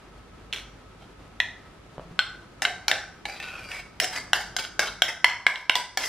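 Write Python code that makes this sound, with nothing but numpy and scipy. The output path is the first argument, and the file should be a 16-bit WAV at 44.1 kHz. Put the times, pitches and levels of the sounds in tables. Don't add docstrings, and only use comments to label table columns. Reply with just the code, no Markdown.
import sys
import numpy as np
from scipy import signal
from scipy.fft import rfft, irfft
from scipy.io import wavfile

SR = 44100
rng = np.random.default_rng(int(sys.argv[2]) if len(sys.argv) > 2 else 0)


def to_wav(s):
    ch = np.atleast_2d(s).T
    pcm = np.round(np.clip(ch, -1, 1) * 32767)
    wavfile.write(sys.argv[1], SR, pcm.astype(np.int16))


N = 268298

# t/s, f1/Hz, level1/dB, f2/Hz, level2/dB, f3/Hz, level3/dB, f4/Hz, level4/dB, top level/dB,
# freedom to ring (0 to 1)
BLOWS = [(0.527, 730, -56, 1844, -35, 2550, -22, 3166, -20, -25.5, 0.52),
         (1.4014, 984, -12.5, 1716, -15.5, 1913, -2.5, 3380, -15.5, -23.5, 0.7),
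         (2.191, 846, -24, 1500, -10.5, 1970, -29, 4170, -11, -23.5, 0.86),
         (2.62, 777, -22, 1746, -12.5, 1740, -13.5, 2740, -25, -19, 0.96),
         (2.651, 807, -23, 1552, -13, 2103, -15.5, 3000, -15, -26, 0.99),
         (2.881, 830, -19, 1426, -8, 2367, -18, 4070, -17.5, -13, 0.88),
         (2.914, 790, -16, 1740, -13.5, 2144, -10.5, 3550, -12, -16, 0.72),
         (3.254, 816, -25.5, 1715, -33, 2250, -23.5, 4043, -29.5, -33.5, 1),
         (3.4, 783, -38, 1805, -29, 2645, -25.5, 2710, -37, -37.5, 0.93),
         (4.0, 653, -14, 1815, -12, 1818, -11, 3020, -24, -18, 1),
         (4.332, 780, -12.5, 1568, -9, 2000, -15.5, 3092, -9, -10.5, 0.67),
         (4.565, 727, -27.5, 1572, -19.5, 2133, -33, 3270, -25, -18.5, 0.93),
         (4.586, 750, -41, 1470, -27.5, 1790, -26.5, 3225, -29, -33, 0.9),
         (4.793, 562, -2.5, 1605, -13.5, 2146, -17, 3776, -21.5, -16, 0.92),
         (5.02, 710, -12.5, 1540, -15.5, 2260, -18, 3220, -8, -14.5, 0.82),
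         (5.244, 982, -2.5, 1740, -12.5, 2027, -9, 3087, -9.5, -18, 0.85),
         (5.466, 767, -20, 1675, -7, 2149, -4.5, 2870, -16, -19, 0.8),
         (5.557, 806, -32, 1830, -30, 2140, -46, 3300, -24.5, -39, 0.7),
         (5.696, 1030, -4.5, 1575, -10, 2270, -4.5, 2854, -10.5, -15.5, 0.67),
         (5.754, 984, -8, 1520, -44, 1997, -22.5, 3370, -15, -19.5, 0.94),
         (5.973, 773, -16, 1740, -18.5, 2250, -22, 3290, -23.5, -14.5, 0.81)]
# f/Hz, relative level/dB, nominal t60/s (each kind of contact scales it)
BOWL_MODES = [(457, -64, 0.014), (663.8, -25, 0.011), (726, -1.5, 0.048), (1005, -11.5, 0.08),
              (1352.4, -82, 0.0104), (1326, -14.5, 0.18), (1500, 4.5, 0.042), (1628, 3, 0.028),
              (1740, 1.5, 0.048), (1872, -1.5, 0.049), (2036, 6, 0.029), (2250, 1, 0.03), (2485, 6, 0.029),
              (2550, -1, 0.094), (2771, -1, 0.075), (2913, 10, 0.012), (3252, 3.5, 0.053),
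              (3630, 3.5, 0.042), (3980, 2.5, 0.057), (4170, -2, 0.044), (4648, 2, 0.057),
              (5170, -3.5, 0.044), (5513, 0, 0.088), (6243, 4, 0.041), (7200, -5, 0.079),
              (7960, -0.5, 0.044), (9160, -8.5, 0.072), (11400, -8.5, 0.054), (13800, -7.5, 0.015),
              (16000, 7, 0.0064)]
FAMILY_LIMITS = [1200, 1830, 2620, 4400]


def from_db(db):
    return 10 ** (np.asarray(db) / 20)


def rms_one(x):
    return x / np.sqrt(np.mean(x ** 2) + 1e-20)


def in_time(rows):
    s, *columns = np.transpose(rows)
    return [np.interp(np.arange(N) / SR, s, column) for column in columns]


def at_hz(points, hz):
    point_hz, value = np.transpose(points)
    return np.interp(np.log(hz), np.log(point_hz), value)


def coloured(x, spectrum):
    hz = np.arange(len(x) // 2 + 1) * SR / len(x) + 1
    return irfft(rfft(x) * from_db(at_hz(spectrum, hz)), len(x))


def drift(rate):
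    r = np.exp(-80 * np.pi * rate / SR)
    noise = rng.standard_normal(N // 40 + 2002)
    slow = signal.lfilter([1], [1, -2 * r, r * r], noise)[2000:]
    return np.interp(np.arange(N) / 40, np.arange(len(slow)), rms_one(slow))


def width_of(t60):
    return np.log(1000) / np.pi / t60


def ring(clicks, hz, t60):
    r, w = from_db(-60 / (t60 * SR)), 2 * np.pi * hz / SR
    return signal.lfilter([0, np.sin(w)], [1, -2 * r * np.cos(w), r * r], clicks + 1e-18)


def glide(x, hz, width_hz):
    turn = np.exp(2j * np.pi * np.cumsum(hz) / SR)
    r = np.exp(-np.pi * width_hz / SR)
    return np.imag(turn * signal.lfilter([1], [1, -r], x / turn))


def knocks():
    # t/s, level below that blow/dB
    skips = [(0.532, -5.5), (0.535, 0), (0.5608, -8), (.574, -13), (1.461, -28.5), (3.486, -9), (3.716, -4),
             (4.043, -8), (4.161, -10), (4.649, -5.5), (5.298, -20)]
    top_hz = 5000
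    touches = [(row[0], 0, row[1:]) for row in BLOWS]
    for s, below_db in skips:
        blow_before = [row for row in BLOWS if row[0] < s][-1]
        touches.append((s, below_db, blow_before[1:]))
    out = np.zeros(N + 3200)
    for s, gain_db, (*low, top_db, freedom) in touches:
        start = int(s * SR)
        out[start:start + 3200] += blow(gain_db, *low, top_hz, top_db, freedom)
    return out[:N]


def blow(peak_db, *place):
    scatter = 0.036
    favoured_ring, struck_ring = 1.54, .65
    crack_db, crack_t60_s = 2.5, 0.0086
    contact_s = 0.00042
    hz, level_db, t60 = np.transpose(BOWL_MODES)
    favoured_hz, family_db, freedom = np.array(place[:-1:2]), np.array(place[1::2]), place[-1]
    family = np.searchsorted(FAMILY_LIMITS, hz)
    for k, to_hz in enumerate(favoured_hz):
        own = hz[family == k]
        nearest = own[np.argmin(abs(own - to_hz))]
        hz = np.where(family == k, hz * to_hz / nearest, hz)

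    off = np.log2(hz / favoured_hz[family])
    most_db = np.where(family < 3, 11.0, 5.0)
    level_db = level_db + family_db[family] - np.minimum(6 * (off / 0.069) ** 2, most_db)

    favoured = abs(off) < 1e-3
    sings = favoured & (family < 3)
    t60 = t60 * freedom ** 3 * np.where(sings, favoured_ring, struck_ring)
    t = np.arange(3000) / SR
    luck = rng.standard_normal((4, len(hz)))
    hz = hz * (1 + scatter * luck[3] * (family > 2) * ~favoured)

    decay = from_db(-60 * t / t60[:, None])
    crack = (family < 4)[:, None] * from_db(crack_db - 60 * t / crack_t60_s)
    rings = np.sin(2 * np.pi * hz[:, None] * t) * (decay + crack)
    rings = rings * np.sin(np.pi / 2 * np.minimum(t / contact_s, 1)) ** 2
    signs = (-1.) ** np.arange(len(hz))
    out = np.zeros(3200)
    for j, (late_s, touch_db) in enumerate([(0, -4.5), (.0011, -21), (.0022, -23.5)]):
        strength = from_db(peak_db + touch_db + level_db + 1.5 * luck[j]) * signs
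        start = int(late_s * freedom * SR)
        out[start:start + len(t)] += strength @ rings
    return out


def scrape():
    rubbed_ring = .6
    wander = .02
    pressure, hz1, hz2, hz3, hz5, db1, db2, db4, db5 = pushes()
    blow_s = np.array(BLOWS)[:, 0]
    last = np.maximum(np.searchsorted(blow_s, np.arange(N) / SR) - 1, 0)
    hz4 = np.array(BLOWS)[last, 7]

    sizes = from_db(3.3 * np.minimum(rng.exponential(1, N), 5)) * rng.choice([-1, 1], N)
    clicks = rms_one(sizes * (rng.random(N) < 3500 / SR))
    grit = clicks * from_db(2.5 * drift(35)) * pressure * from_db(-27.5)

    bend = 1 + wander * drift(5)
    favoured_hz, family_db = [hz1, hz2, hz3, hz4, hz5], [db1, db2, 0, db4, db5]
    out = 0
    for hz, level_db, t60 in BOWL_MODES:
        share = share_db(hz, favoured_hz, family_db, octaves=0.029, most_db=11.5)
        drive = grit * from_db(level_db + share + 2.5 * drift(6))
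        out = out + glide(drive, hz * bend, width_of(rubbed_ring * t60))

    notes = [(hz1, db1 - 3.0, 45), (hz2, db2, 55), (hz3, 0, 60), (hz5, db5 + 2.0, 220)]
    for hz, level_db, width_hz in notes:
        out = out + glide(grit * from_db(level_db + 3.0), hz, width_hz)
    return out


def pushes():
    # t/s, rise/s, length/s, friction level/dB, fade/(dB/s), f2/Hz, f3/Hz, top f/Hz,
    # level1/dB, level2/dB, level4/dB and top level/dB against the third family, f1/Hz
    strokes = [(0.527, 0.0023, 0.07, -38, 96, 1610, 2280, 5570, -23, -10, 8, -4, 730),
               (0.99, 0.0082, 0.052, -67, 20, 1447, 2330, 4800, 12, 3, 13, -3, 800),
               (2.625, .003, 0.018, -35.5, 50, 1500, 1980, 5000, -5, 0, 2, 11, 780),
               (2.666, 0.0049, .14, -38.5, 230, 1540, 2050, 4570, 8.5, -21, 0, -26, 743),
               (2.886, .003, 0.018, -38, 50, 1460, 2260, 5200, 2, 2, -1, 6, 790),
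               (2.922, 0.0022, 0.25, -34, 150, 1564, 2350, 4800, 5, 5, -29, -13, 790),
               (3.258, 0.0036, 0.19, -39.5, 50, 1720, 2260, 4620, 6, -12, -8, -4, 777),
               (3.40, 0.034, 0.14, -38.5, 35, 1500, 2590, 4700, -26, -10.5, 3, -15, 815),
               (3.52, 0.036, 0.17, -41.5, 40, 1500, 2560, 4300, -18, 3.5, -1.5, -11, 790),
               (3.65, 0.078, 0.15, -36.5, 87, 1570, 2260, 4820, -11, -13.5, 1.5, -3, 755),
               (4.007, 0.0034, 0.11, -32.5, 154, 1640, 2250, 5580, 9.5, -19, 12, 7.5, 637),
               (4.088, 0.071, 0.11, -29, 215, 1750, 2130, 4740, -15, -9, -3, -4, 1010),
               (4.338, .003, .14, -36, 156, 1745, 2180, 4700, 5, 3, -13, 5.5, 926),
               (4.587, 0.0024, 0.085, -38, 210, 1550, 2300, 4730, -4, -4, 10.5, 5.5, 880),
               (4.797, 0.0023, 0.085, -28, 180, 1567, 2215, 5050, -10, -2, 1, 2.5, 710),
               (4.85, 0.019, 0.099, -35.5, 380, 1410, 2200, 4760, -6, 3.5, 14.5, -7, 940),
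               (5.028, 0.0021, 0.054, -38, 30, 1500, 2010, 5570, -8, -25, -19, 6, 747),
               (5.075, 0.012, 0.096, -29, 350, 1534, 1996, 5270, -10, -33, -18, -4.5, 905),
               (5.249, 0.0026, 0.18, -44.5, 130, 1606, 2110, 5530, 8.5, 8, -4, 9, 960),
               (5.479, 0.0024, 0.16, -45.5, 88, 1800, 2300, 5200, 12.5, -6, -14, 1.5, 1003),
               (5.76, .003, 0.22, -36, 280, 1560, 1980, 4800, 14, -14, 9, 11, 960),
               (5.977, 0.0018, 0.082, -33.5, 22, 1700, 2220, 5240, -2.5, 3, 2, -8, 1010),
               (6.039, 0.024, 0.039, -36, 5, 1740, 2005, 4900, -17, -37, 5.5, 10, 1050)]
    lift_s = 0.054
    t = np.arange(N) / SR
    pressure, colours = 0, []
    next_starts = [row[0] for row in strokes[1:]] + [np.inf]
    for (s, rise_s, length_s, db, fade_db_s, *colour), next_s in zip(strokes, next_starts):
        rise = np.clip((t - s) / rise_s, 0, 1)
        lift = np.clip((s + length_s + lift_s - t) / lift_s, 0, 1)
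        fade = from_db(db - fade_db_s * np.maximum(t - s - rise_s, 0))
        pressure = np.maximum(pressure, rise * lift ** 2 * fade)
        colours.append((s + rise_s, *colour))
        if s + length_s + lift_s < next_s:
            colours.append((s + length_s, *colour))
    hz2, hz3, hz5, db1, db2, db4, db5, hz1 = in_time(colours)
    return pressure, hz1, hz2, hz3, hz5, db1, db2, db4, db5


def share_db(hz, favoured_hz, family_db, octaves, most_db):
    family = np.searchsorted(FAMILY_LIMITS, hz)
    off = np.log2(hz / favoured_hz[family])
    return family_db[family] - np.minimum(6 * (off / octaves) ** 2, most_db)


def paste():
    # t/s, level/dB, contact time/s
    plops = [(1.981, -16.5, 0.00012), (1.996, -18, .0002), (2.054, -23, 0.0029), (2.111, -17, 0.0034)]
    # f/Hz, relative level/dB, t60/s
    basin = [(172, -1, 0.24), (330, -10, 0.026), (600, 11, 0.011), (895, 10.5, 0.0055), (1410, -17.5, .015),
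             (3000, -9, 0.015)]
    force = np.zeros(N)
    for s, level_db, contact_s in plops:
        push = np.hanning(int(contact_s * SR) + 3)
        start = int(s * SR)
        force[start:start + len(push)] -= from_db(level_db) * push / push.sum()
    return sum(from_db(db - 20.0) * ring(force, hz, t60) for hz, db, t60 in basin)


def kitchen(x):
    # f/Hz, t60/s
    kitchen_t60 = [(200, 0.057), (700, 0.5), (1500, 0.56), (3000, 0.33), (6000, 0.55), (12000, 0.21)]
    t = np.arange(SR // 2 + SR // 4) / SR
    edges = 100 * 2 ** np.arange(0, 7.6, .5)
    white = rng.standard_normal((2, 3, 2, len(t)))
    tails = 0
    for k, (low, high) in enumerate(zip(edges, edges[1:])):
        sos = signal.butter(2, [low, high], "band", fs=SR, output="sos")
        band = signal.sosfilt(sos, white[k % 2])
        tails = tails + band * from_db(-60 * t / at_hz(kitchen_t60, np.sqrt(low * high)))
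    tails = tails * np.clip((t - .004) / 0.0016, 0, 1) / np.sqrt(SR)

    pattern = np.searchsorted(np.array(BLOWS)[:, 0] * SR - 2, np.arange(N)) % 3
    wet = 0
    for k in range(3):
        part = (x * (pattern == k))[None]
        wet = wet + signal.fftconvolve(part, tails[k], axes=1)[:, :N]
    return wet


def background():
    # f/Hz, relative level per Hz/dB
    air_mid = [(15, -48), (25, -33), (53, -2.5), (126, -5.5), (421, -9.5), (495, -12), (1110, -16),
               (1270, -15.5), (2230, -22), (3170, -25), (3930, -27.5), (11500, -42.5), (15500, -62)]
    air_side = [(15, -69), (25, -42), (164, -15.5), (349, -10.5), (631, -17), (782, -17), (3090, -24),
                (4040, -26.5), (12200, -39), (15500, -45)]
    # f/Hz, width/Hz, level/dB before the level curve
    hum = [(48.5, 2.4, -62), (102.3, 2.2, -67.5), (174.4, 21, -68.5), (1289, 20, -68)]
    # t/s, level/dB
    level_curve = [(0, 4.5), (4.9, 4.5), (5.25, 1.5), (5.5, -3), (5.75, -4), (6.08, 0)]
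    air_mid_db, air_side_db = -55.5, -62
    mid, side = [rms_one(coloured(rng.standard_normal(N), air)) for air in (air_mid, air_side)]
    mid = mid * from_db(air_mid_db + 0.96 * drift(14.0))
    for hz, width_hz, level_db in hum:
        tone = ring(rng.standard_normal(N), hz, width_of(width_hz))
        mid = mid + from_db(level_db) * rms_one(tone)
    return np.array([mid, side * from_db(air_side_db)]) * from_db(in_time(level_curve)[0])


def scene():
    # f/Hz, level/dB
    side_capsule = [(300, -30.5), (1000, -23.5), (2000, -22), (2750, -22.5), (4000, -10.5), (6000, -4),
                    (9000, 6), (15000, 14)]
    small = signal.butter(2, 300, "high", fs=SR, output="sos")
    near = signal.sosfilt(small, knocks() + scrape()) + paste()
    wet_mid, wet_side = kitchen(near)
    spread = rng.standard_normal(220) * from_db(-60 * np.arange(220) / SR / 0.022)
    mid = near + from_db(9.0) * wet_mid
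    side = from_db(-20.0) * signal.lfilter(spread, [1], near) + from_db(13.5) * wet_side
    mid, side = np.array([mid, coloured(side, side_capsule)]) + background()
    return np.array([mid + side, mid - side])


def record(dry):
    rounded = dry / (1 + np.abs(dry / 1.05) ** 6) ** (1 / 6)
    return signal.sosfilt(signal.cheby2(12, 70, 16300, fs=SR, output="sos"), rounded)


dry = scene()
out = record(dry)
to_wav(out)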